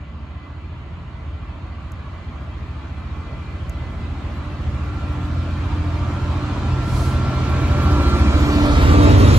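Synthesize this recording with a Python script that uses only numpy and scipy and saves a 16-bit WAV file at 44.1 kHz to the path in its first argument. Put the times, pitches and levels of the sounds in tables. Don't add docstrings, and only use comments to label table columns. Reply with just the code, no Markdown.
import sys
import numpy as np
from scipy import signal
from scipy.fft import rfft, irfft
from scipy.io import wavfile
from scipy.ndimage import uniform_filter1d, minimum_filter1d, map_coordinates

SR = 44100
rng = np.random.default_rng(int(sys.argv[2]) if len(sys.argv) > 2 else 0)


def bounce(signal):
    frames = np.transpose(np.atleast_2d(signal))
    limited = np.clip(frames, -1, 1)
    pcm = np.round(limited * 32767).astype(np.int16)
    wavfile.write(sys.argv[1], SR, pcm)


N = 413658
T = np.arange(N) / SR
FREQS = np.arange(N // 2 + 1) * SR / N

# crank order, level/dB
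EXHAUST_AHEAD = [(2, -22), (3, -11.5), (4, -5.5), (5, 0), (6, -1), (7, -23.5), (8, -18), (9, -6),
                 (10, -13.5), (11, -28), (12, -12)]
EXHAUST_BESIDE = [(2, -38), (3, -18), (4, -13), (5, -3.5), (6, -2), (7, -2.5), (8, -14), (9, -9.5),
                  (10, -12), (11, -17), (12, -24)]
# t/s, length/s, crank order, change of level/dB
EXHAUST_BOOMS = [(0.33, 0.37, 5, 2), (6.5, 1.45, 6, 4.5), (6.36, 0.88, 7, 21), (6.2, 0.95, 5, -7),
                 (6.3, 0.78, 8, -5), (6.99, 0.96, 9, 10), (8.28, 0.43, 5, 7), (9.25, 0.17, 7, 5.5)]
# t/s, level/dB
THROB_LEVEL = [(0, -34), (0.45, -33), (0.9, -31.5), (2.5, -30.5), (3.3, -29), (4.25, -26), (4.45, -28.5),
               (4.7, -24), (5.3, -22.5), (5.7, -22.5), (6.05, -21.5), (6.45, -23), (6.9, -18), (7.5, -17.5),
               (8.4, -14), (8.6, -17), (9.05, -8.5), (9.38, -9)]
# t/s, change of level/dB
FIRING_SURGES = [(.45, -7), (1.0, 1.5), (1.6, 0.5), (2.63, 2.5), (3.69, 1.5), (4.68, 3), (6.02, 0),
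                 (8.81, -3.5)]
# f/Hz, level/dB
GAS_RUMBLE = [(15, -36), (28, -23), (42, 0.5), (70, 12), (100, 9.5), (150, -2), (220, -4.5), (400, -129)]
# f/Hz, level/dB
EXHAUST_RASP = [(90, 0.5), (150, 0.5), (220, 6), (350, 2), (420, -7.5), (600, -8.5), (1200, -93.5)]
# multiple of its pitch, relative level/dB
BLOWER_PARTIALS = [(1, 3.5), (2, -8), (3, -16.5), (3.5, -24), (4, -12.5)]
# t/s, f/Hz
BLOWER_PITCH = [(0, 296.1), (6.4, 296.1), (7.5, 294.8), (8.2, 293.2), (9.38, 292.4)]
# t/s, level/dB
BLOWER_LEVEL = [(0, -52), (2.8, -53.5), (4.4, -43.5), (5.25, -37.5), (5.55, -42), (5.8, -36), (6.5, -35.5),
                (6.8, -38.5), (7.15, -33.5), (7.602, -34), (7.92, -25.5), (8.12, -33), (8.35, -29.5),
                (8.67, -18.5), (8.79, -26.5), (9.05, -18), (9.38, -31)]
GEAR_LEVEL = [(0, -62), (2.7, -58), (3.1, -55), (4.6, -57), (5.0, -43.5), (5.4, -46.5), (5.85, -52),
              (6.2, -42), (6.45, -49), (6.8, -39.5), (7.521, -35.5), (7.65, -38), (7.82, -32.5),
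              (8.15, -32), (8.42, -38.5), (8.7, -31), (9.1, -32), (9.38, -33)]
LOWER_WHINE_LEVEL = [(0, -68), (3.05, -67), (3.28, -57), (3.55, -58), (3.63, -66), (3.72, -55), (3.85, -50),
                     (3.92, -56), (4.03, -51.5), (4.25, -62), (6, -64), (8, -51), (9.38, -49)]
UPPER_WHINE_LEVEL = [(0, -78), (1.3, -66), (2.6, -68), (3.0, -57.5), (3.5, -56), (3.8, -71), (4.6, -68),
                     (4.9, -58), (5.9, -54), (6.4, -58), (8.5, -44), (9.38, -48)]
# f/Hz, width/Hz, level alongside/dB
STEADY_HUMS = [(51.4, 2, -26), (166.5, 2, -35), (223.9, 2.8, -30.5), (270.4, 3, -35.5), (335.6, 5.2, -37),
               (426, 8.7, -40.5), (663, 4.6, -44), (1028, 5, -43)]
# f/Hz, level/dB
WHEEL_ROAR = [(250, 0.5), (430, -6), (600, 2.5), (850, 0), (1150, 2), (1450, -3), (1800, -8.5), (2400, -31),
              (5000, -78)]
# f/Hz, level/dB
BOGIE_RUMBLE = [(180, -38), (330, 13), (450, 16), (580, 11.5), (800, -9), (1500, -11), (2050, -4.5),
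                (3200, -23), (6000, -60)]
# f/Hz, level/dB
FAN_HISS = [(900, -2.5), (1900, 0), (2400, 1.5), (3200, -1), (4200, -1.5), (5400, -7.5), (7300, -10),
            (12000, -31), (16000, -38)]
# f/Hz, width/Hz, level against the hiss/dB
HISS_RINGS = [(2352, 60, -17), (2649, 35, -22), (3240, 110, -19), (3811, 25, -25), (4232, 50, -21)]
# f/Hz, level/dB
TREAD_SIZZLE = [(3500, -28), (5500, -6), (7300, -3), (10300, 5.5), (12000, 13.5), (13200, -19),
                (16000, -14)]
# t/s, length/s, f/Hz, width/Hz, level/dB
TONE_SWELLS = [(7.85, .11, 1184, 6, -38), (8.15, .14, 1168, 8, -39), (8.08, .08, 4170, 90, -40.5),
               (8.12, .22, 354, 12, -30), (8.3, .22, 1030, 8, -41), (8.35, .08, 586, 8, -33),
               (8.58, .12, 1176, 8, -40), (8.95, .1, 1170, 6, -30.5), (9.05, .4, 3812, 10, -43),
               (9.1, .18, 1030, 8, -37), (9.22, .2, 578, 12, -32)]
# f/Hz, width/Hz, level/dB
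RAIL_MODES = [(1086, 340, -54.5), (2020, 24, -61.5), (2300, 70, -78), (3000, 380, -67), (4230, 840, -70.5),
              (6700, 240, -80)]
# f/Hz, level/dB
NOSE_GUST = [(18, -26), (35, 1), (48, 0), (80, -15), (200, -60)]
# f/Hz, level/dB
COMPRESSED_AIR = [(2000, -29), (4200, 8), (5500, 5), (7200, 2.5), (11800, -1.5), (13500, -14), (16000, -12)]
# t/s, level before the left/right balance/dB
DRY_TICKS = [(1.9194, -45), (3.6955, -36)]

SPEED_M_S, TRACK_M, NOSE_PASSES_S, ENGINE_BEHIND_M = 9, 4, 9.15, 11.3
BODY_M, FAN_BANK_M = 19.2, 12.1
CRANK_HZ, PORT_LAG_MS = 14.155, .31
AIM, BASS_LAG, MID_LAG = 0.08, 1.9, 0.93
RASP_DB, RASP_LOSS_DB = -16, 14
WHEEL_DB, WHEEL_LOSS_DB = -21, 11.5
BOGIE_DB, BOGIE_LOSS_DB = -22, 18
FAN_DB, FAN_LOSS_DB = -24, 9
SIZZLE_DB, SIZZLE_LOSS_DB, SIZZLE_SCATTER_DB = -39.5, 17.5, -9
HUM_LOSS_DB = 10.5
RUMBLE_DB, RUMBLE_RISE_DB = -8.5, 2.4
SURGE_S = .03
SILENCER_ORDER, DISPERSION = 5.5, .175
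BESIDE_DISPERSION = .55
WHINE_HZ, WHINE_MULTIPLE = 2035, 8
BUFFET_S, BUFFET_LENGTH_S, BUFFET_DB = 8.8, .2, -23
SPIT_S, SPIT_LENGTH_S, SPIT_DB = 7.01, 0.14, -42
LOW_CUT_HZ, TOP_HZ = 26, 15700


def exhaust(turn, lag_ms, far, beside, smear=0.34, rough=0.094, fade_db=0.6, beside_lead=0.298):
    lead = beside_lead * beside ** 2
    waves = 0
    for order, gain in enumerate(exhaust_gains(beside), 2):
        size = gain * undb(fade_db * walk(2.554))
        above = order - SILENCER_ORDER
        delay_spread = (DISPERSION + BESIDE_DISPERSION * beside ** 3) * above ** 2
        phase = 2 * np.pi * (order * turn + above * lead) + delay_spread
        waves = waves - np.sqrt(2) * size * np.cos(phase + smear * walk(0.673))
    waves = waves * (1 + rough * walk(20))
    share = undb(RUMBLE_DB + RUMBLE_RISE_DB * far)
    rumble = share * spread(GAS_RUMBLE, lag_ms, -10.5)
    mix = (ports(waves, lag_ms) + rumble) / np.hypot(1, share)
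    surge_db = sum(db * np.exp(-((T - s) / SURGE_S) ** 2) for s, db in FIRING_SURGES)
    return mix * undb(curves(THROB_LEVEL)[0] + surge_db)


def exhaust_gains(beside, turn_over=1.75):
    ahead_db = np.array(EXHAUST_AHEAD)[:, 1]
    beside_db = np.array(EXHAUST_BESIDE)[:, 1]
    share = beside ** turn_over
    db = np.outer(ahead_db, 1 - share) + np.outer(beside_db, share)
    for s, length, order, boom_db in EXHAUST_BOOMS:
        row = int(round(order)) - 2
        db[row] += boom_db * np.exp(-((T - s) / length) ** 2)
    gains = undb(db)
    return gains / np.sqrt(np.sum(gains ** 2, axis=0))


def rasp(turn, lag_ms, buzz_db=-5.0, gas_db=-3.0):
    hz, db = np.transpose(EXHAUST_RASP)
    buzz = 0
    for order in range(13, 31):
        size = undb(np.interp(order * CRANK_HZ, hz, db) + 3.5 * walk(1.266))
        phase = 2 * np.pi * (order * turn + rng.random()) + 0.79 * walk(3)
        buzz = buzz + size * np.cos(phase)
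    firings = 12 * turn
    gas = patchy(spread(EXHAUST_RASP, lag_ms, -24.5), depth_db=2.5)
    gas = gas * throb(turn, 0.2) * throb(firings, 0.25)
    return undb(buzz_db) * ports(unit(buzz), lag_ms) + undb(gas_db) * gas


def blower(blades):
    hum = sum(undb(db) * tone(k * blades, min(k, 2)) for k, db in BLOWER_PARTIALS)
    return unit(hum) * undb(curves(BLOWER_LEVEL)[0])


def gears(turn, gear_ratio=95.95):
    return tone(gear_ratio * turn, 0.46) * undb(curves(GEAR_LEVEL)[0])


def whines(blades):
    lower = tone(WHINE_HZ * T + 0.33 * walk(18), 1.2, flutter_db=0.8)
    upper = tone(WHINE_MULTIPLE * blades + 0.088 * walk(20), 0.43)
    return lower * undb(curves(LOWER_WHINE_LEVEL)[0]) + upper * undb(curves(UPPER_WHINE_LEVEL)[0])


def steady_hums(far, lag_ms):
    hum = sum(undb(db) * ring(hz, width) for hz, width, db in STEADY_HUMS)
    return ports(hum * undb(-HUM_LOSS_DB * far), lag_ms)


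def wheels(lag_ms, far, flicker_db=.5, near_scatter_db=-5, scatter_rise_db=2.0):
    roar = patchy(spread(WHEEL_ROAR, lag_ms, near_scatter_db + scatter_rise_db * far), depth_db=2.5)
    return roar * undb(flicker_db * walk(25)) * undb(WHEEL_DB - WHEEL_LOSS_DB * far)


def bogies(beside, lag_ms):
    return spread(BOGIE_RUMBLE, lag_ms, -21) * undb(BOGIE_DB + BOGIE_LOSS_DB * np.log2(beside))


def fans(distance, far, lag_ms, far_hz=3400, treble_loss_db_per_m=0.16, near_scatter_db=-3, scatter_rise_db=5.0):
    hiss = spread(FAN_HISS, lag_ms, near_scatter_db + scatter_rise_db * far)
    rings = sum(undb(db) * np.array([ring(hz, width), ring(hz, width)]) for hz, width, db in HISS_RINGS)
    bright = patchy(hiss + rings, depth_db=2.5, size=1024)
    low_pass = signal.butter(3, far_hz, fs=SR, output="sos")
    dull = unit(signal.sosfiltfilt(low_pass, bright))
    clear = undb(-treble_loss_db_per_m * (distance - distance.min()))
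    return (dull * (1 - clear) + bright * clear) * undb(FAN_DB - FAN_LOSS_DB * far)


def sizzle(far, lag_ms, grain_db=3.0):
    grit = patchy(spread(TREAD_SIZZLE, lag_ms, SIZZLE_SCATTER_DB), depth_db=0.5, size=512)
    return grit * undb(grain_db * walk(60)) * undb(SIZZLE_DB - SIZZLE_LOSS_DB * far)


def tone_swells(lag_ms):
    swells = 0
    for s, length, hz, width, db in TONE_SWELLS:
        wandering_tone = unit(np.cos(2 * np.pi * hz * T + walk(2 * width)))
        swells = swells + undb(db) * np.exp(-((T - s) / length) ** 2) * wandering_tone
    return ports(swells, lag_ms)


def rails(waver_db=1):
    return sum(undb(db + waver_db * walk(9.2)) * ring(hz, width) for hz, width, db in RAIL_MODES)


def buffet(lag_ms):
    swell = np.exp(-((T - BUFFET_S) / BUFFET_LENGTH_S) ** 2)
    return spread(NOSE_GUST, lag_ms, -2) * undb(BUFFET_DB) * swell


def air_spit():
    swell = np.exp(-((T - SPIT_S) / SPIT_LENGTH_S) ** 2)
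    return spread(COMPRESSED_AIR, 0, 1) * undb(SPIT_DB) * swell


def ticks(decay_s=0.0023):
    bursts = sum(undb(db) * (T >= s) * np.exp(-np.abs(T - s) / decay_s) for s, db in DRY_TICKS)
    snap = noise([(3000, -28), (5700, -3), (7000, 9), (9000, -16), (11500, 1), (16000, -16)])
    return bursts * snap * np.array([[.8], [1.2]])


def undb(db):
    return 10 ** (np.asarray(db) / 20)


def unit(x):
    return x / np.sqrt(np.mean(x ** 2))


def curves(rows):
    s, *columns = np.transpose(rows)
    return [np.interp(T, s, c) for c in columns]


def walk(rate):
    steps = np.repeat(rng.standard_normal(int(rate * N / SR) + 3), 8)
    steps = uniform_filter1d(uniform_filter1d(steps, size=8), size=5)
    return np.interp((T * rate + rng.random()) * 8, np.arange(len(steps)), unit(steps))


def noise(points):
    hz, db = np.transpose(points)
    gain = undb(np.interp(np.log(FREQS + 1), np.log(hz), db))
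    return unit(irfft(rfft(rng.standard_normal(N)) * gain, N))


def ring(hz, width):
    pushes = np.exp(2j * np.pi * rng.random(len(FREQS)))
    return unit(irfft(pushes / (1 + (2 * (FREQS - hz) / width) ** 2), N))


def tone(cycles, unsteady, waver=0.085, flutter_db=2.0):
    phase = 2 * np.pi * cycles + unsteady * (waver * walk(22) + 0.39 * walk(4))
    return unit(undb(unsteady * flutter_db * walk(14)) * np.cos(phase))


def throb(turn, depth):
    return unit(np.exp(depth * np.cos(2 * np.pi * turn)))


def patchy(x, depth_db, size=2048):
    frames = signal.stft(x, nperseg=size)[2]
    field = rng.standard_normal(frames.shape[1:])
    field = uniform_filter1d(field, size=3, axis=0)
    field = unit(uniform_filter1d(field, size=4, axis=1))
    return unit(signal.istft(frames * undb(depth_db * field))[1][:, :N])


def ports(x, lag_ms):
    return np.array([np.interp(T - lag_ms / 1000, T, x), x])


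def spread(points, lag_ms, scatter_db):
    scatter = undb(scatter_db)
    direct = noise(points)
    late = map_coordinates(direct, [np.arange(N) - lag_ms * SR / 1000], order=3, mode="nearest")
    scattered = np.array([noise(points), noise(points)])
    return (np.array([late, direct]) + scatter * scattered) / np.sqrt(1 + scatter ** 2)


def place(behind_m):
    ahead = SPEED_M_S * (NOSE_PASSES_S - T) + behind_m
    return ahead, np.hypot(ahead, TRACK_M)


def doublings(ahead, length_m):
    return np.log2(np.hypot(ahead, length_m) / length_m)


def scene():
    ahead, distance = place(ENGINE_BEHIND_M)
    far, fans_far = doublings(ahead, BODY_M), doublings(ahead, FAN_BANK_M)
    beside = TRACK_M / place(0)[1]
    lag_ms = PORT_LAG_MS * (beside - AIM) / (1 - AIM)
    bass_lag_ms, mid_lag_ms = BASS_LAG * lag_ms, MID_LAG * lag_ms

    crank_hz = CRANK_HZ * (1 - SPEED_M_S / 343 * (1 - ahead / distance))
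    turn = np.cumsum(crank_hz) / SR - .268
    blades = np.cumsum(curves(BLOWER_PITCH)[0]) / SR

    body = rasp(turn, bass_lag_ms) * undb(RASP_DB - RASP_LOSS_DB * far)
    body = body + ports(blower(blades) + gears(turn) + whines(blades), mid_lag_ms)
    body = body + steady_hums(far, bass_lag_ms)
    body = body + wheels(mid_lag_ms, far) + bogies(beside, bass_lag_ms)
    train = exhaust(turn, bass_lag_ms, far, beside) * undb(np.array([[-.3], [.3]]))
    train = train + body * undb(np.array([[-.8], [.8]]))

    air = fans(distance, fans_far, lag_ms) + buffet(bass_lag_ms) + air_spit()
    details = sizzle(fans_far, lag_ms) + tone_swells(mid_lag_ms) + rails() + ticks()
    return train + air + details


def record(dry, ceiling=1.0):
    bass_cut = signal.butter(4, LOW_CUT_HZ, "high", fs=SR, output="sos")
    dry = signal.sosfiltfilt(bass_cut, dry, padtype="even")
    room_left = np.minimum(1, min(ceiling, .97) / (np.abs(dry).max(axis=0) + 1e-9))
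    gain = uniform_filter1d(minimum_filter1d(room_left, size=1201), size=1201)
    top_cut = signal.ellip(8, .2, 70, TOP_HZ, fs=SR, output="sos")
    return signal.sosfilt(top_cut, dry * gain)


dry = scene()
out = record(dry)
bounce(out)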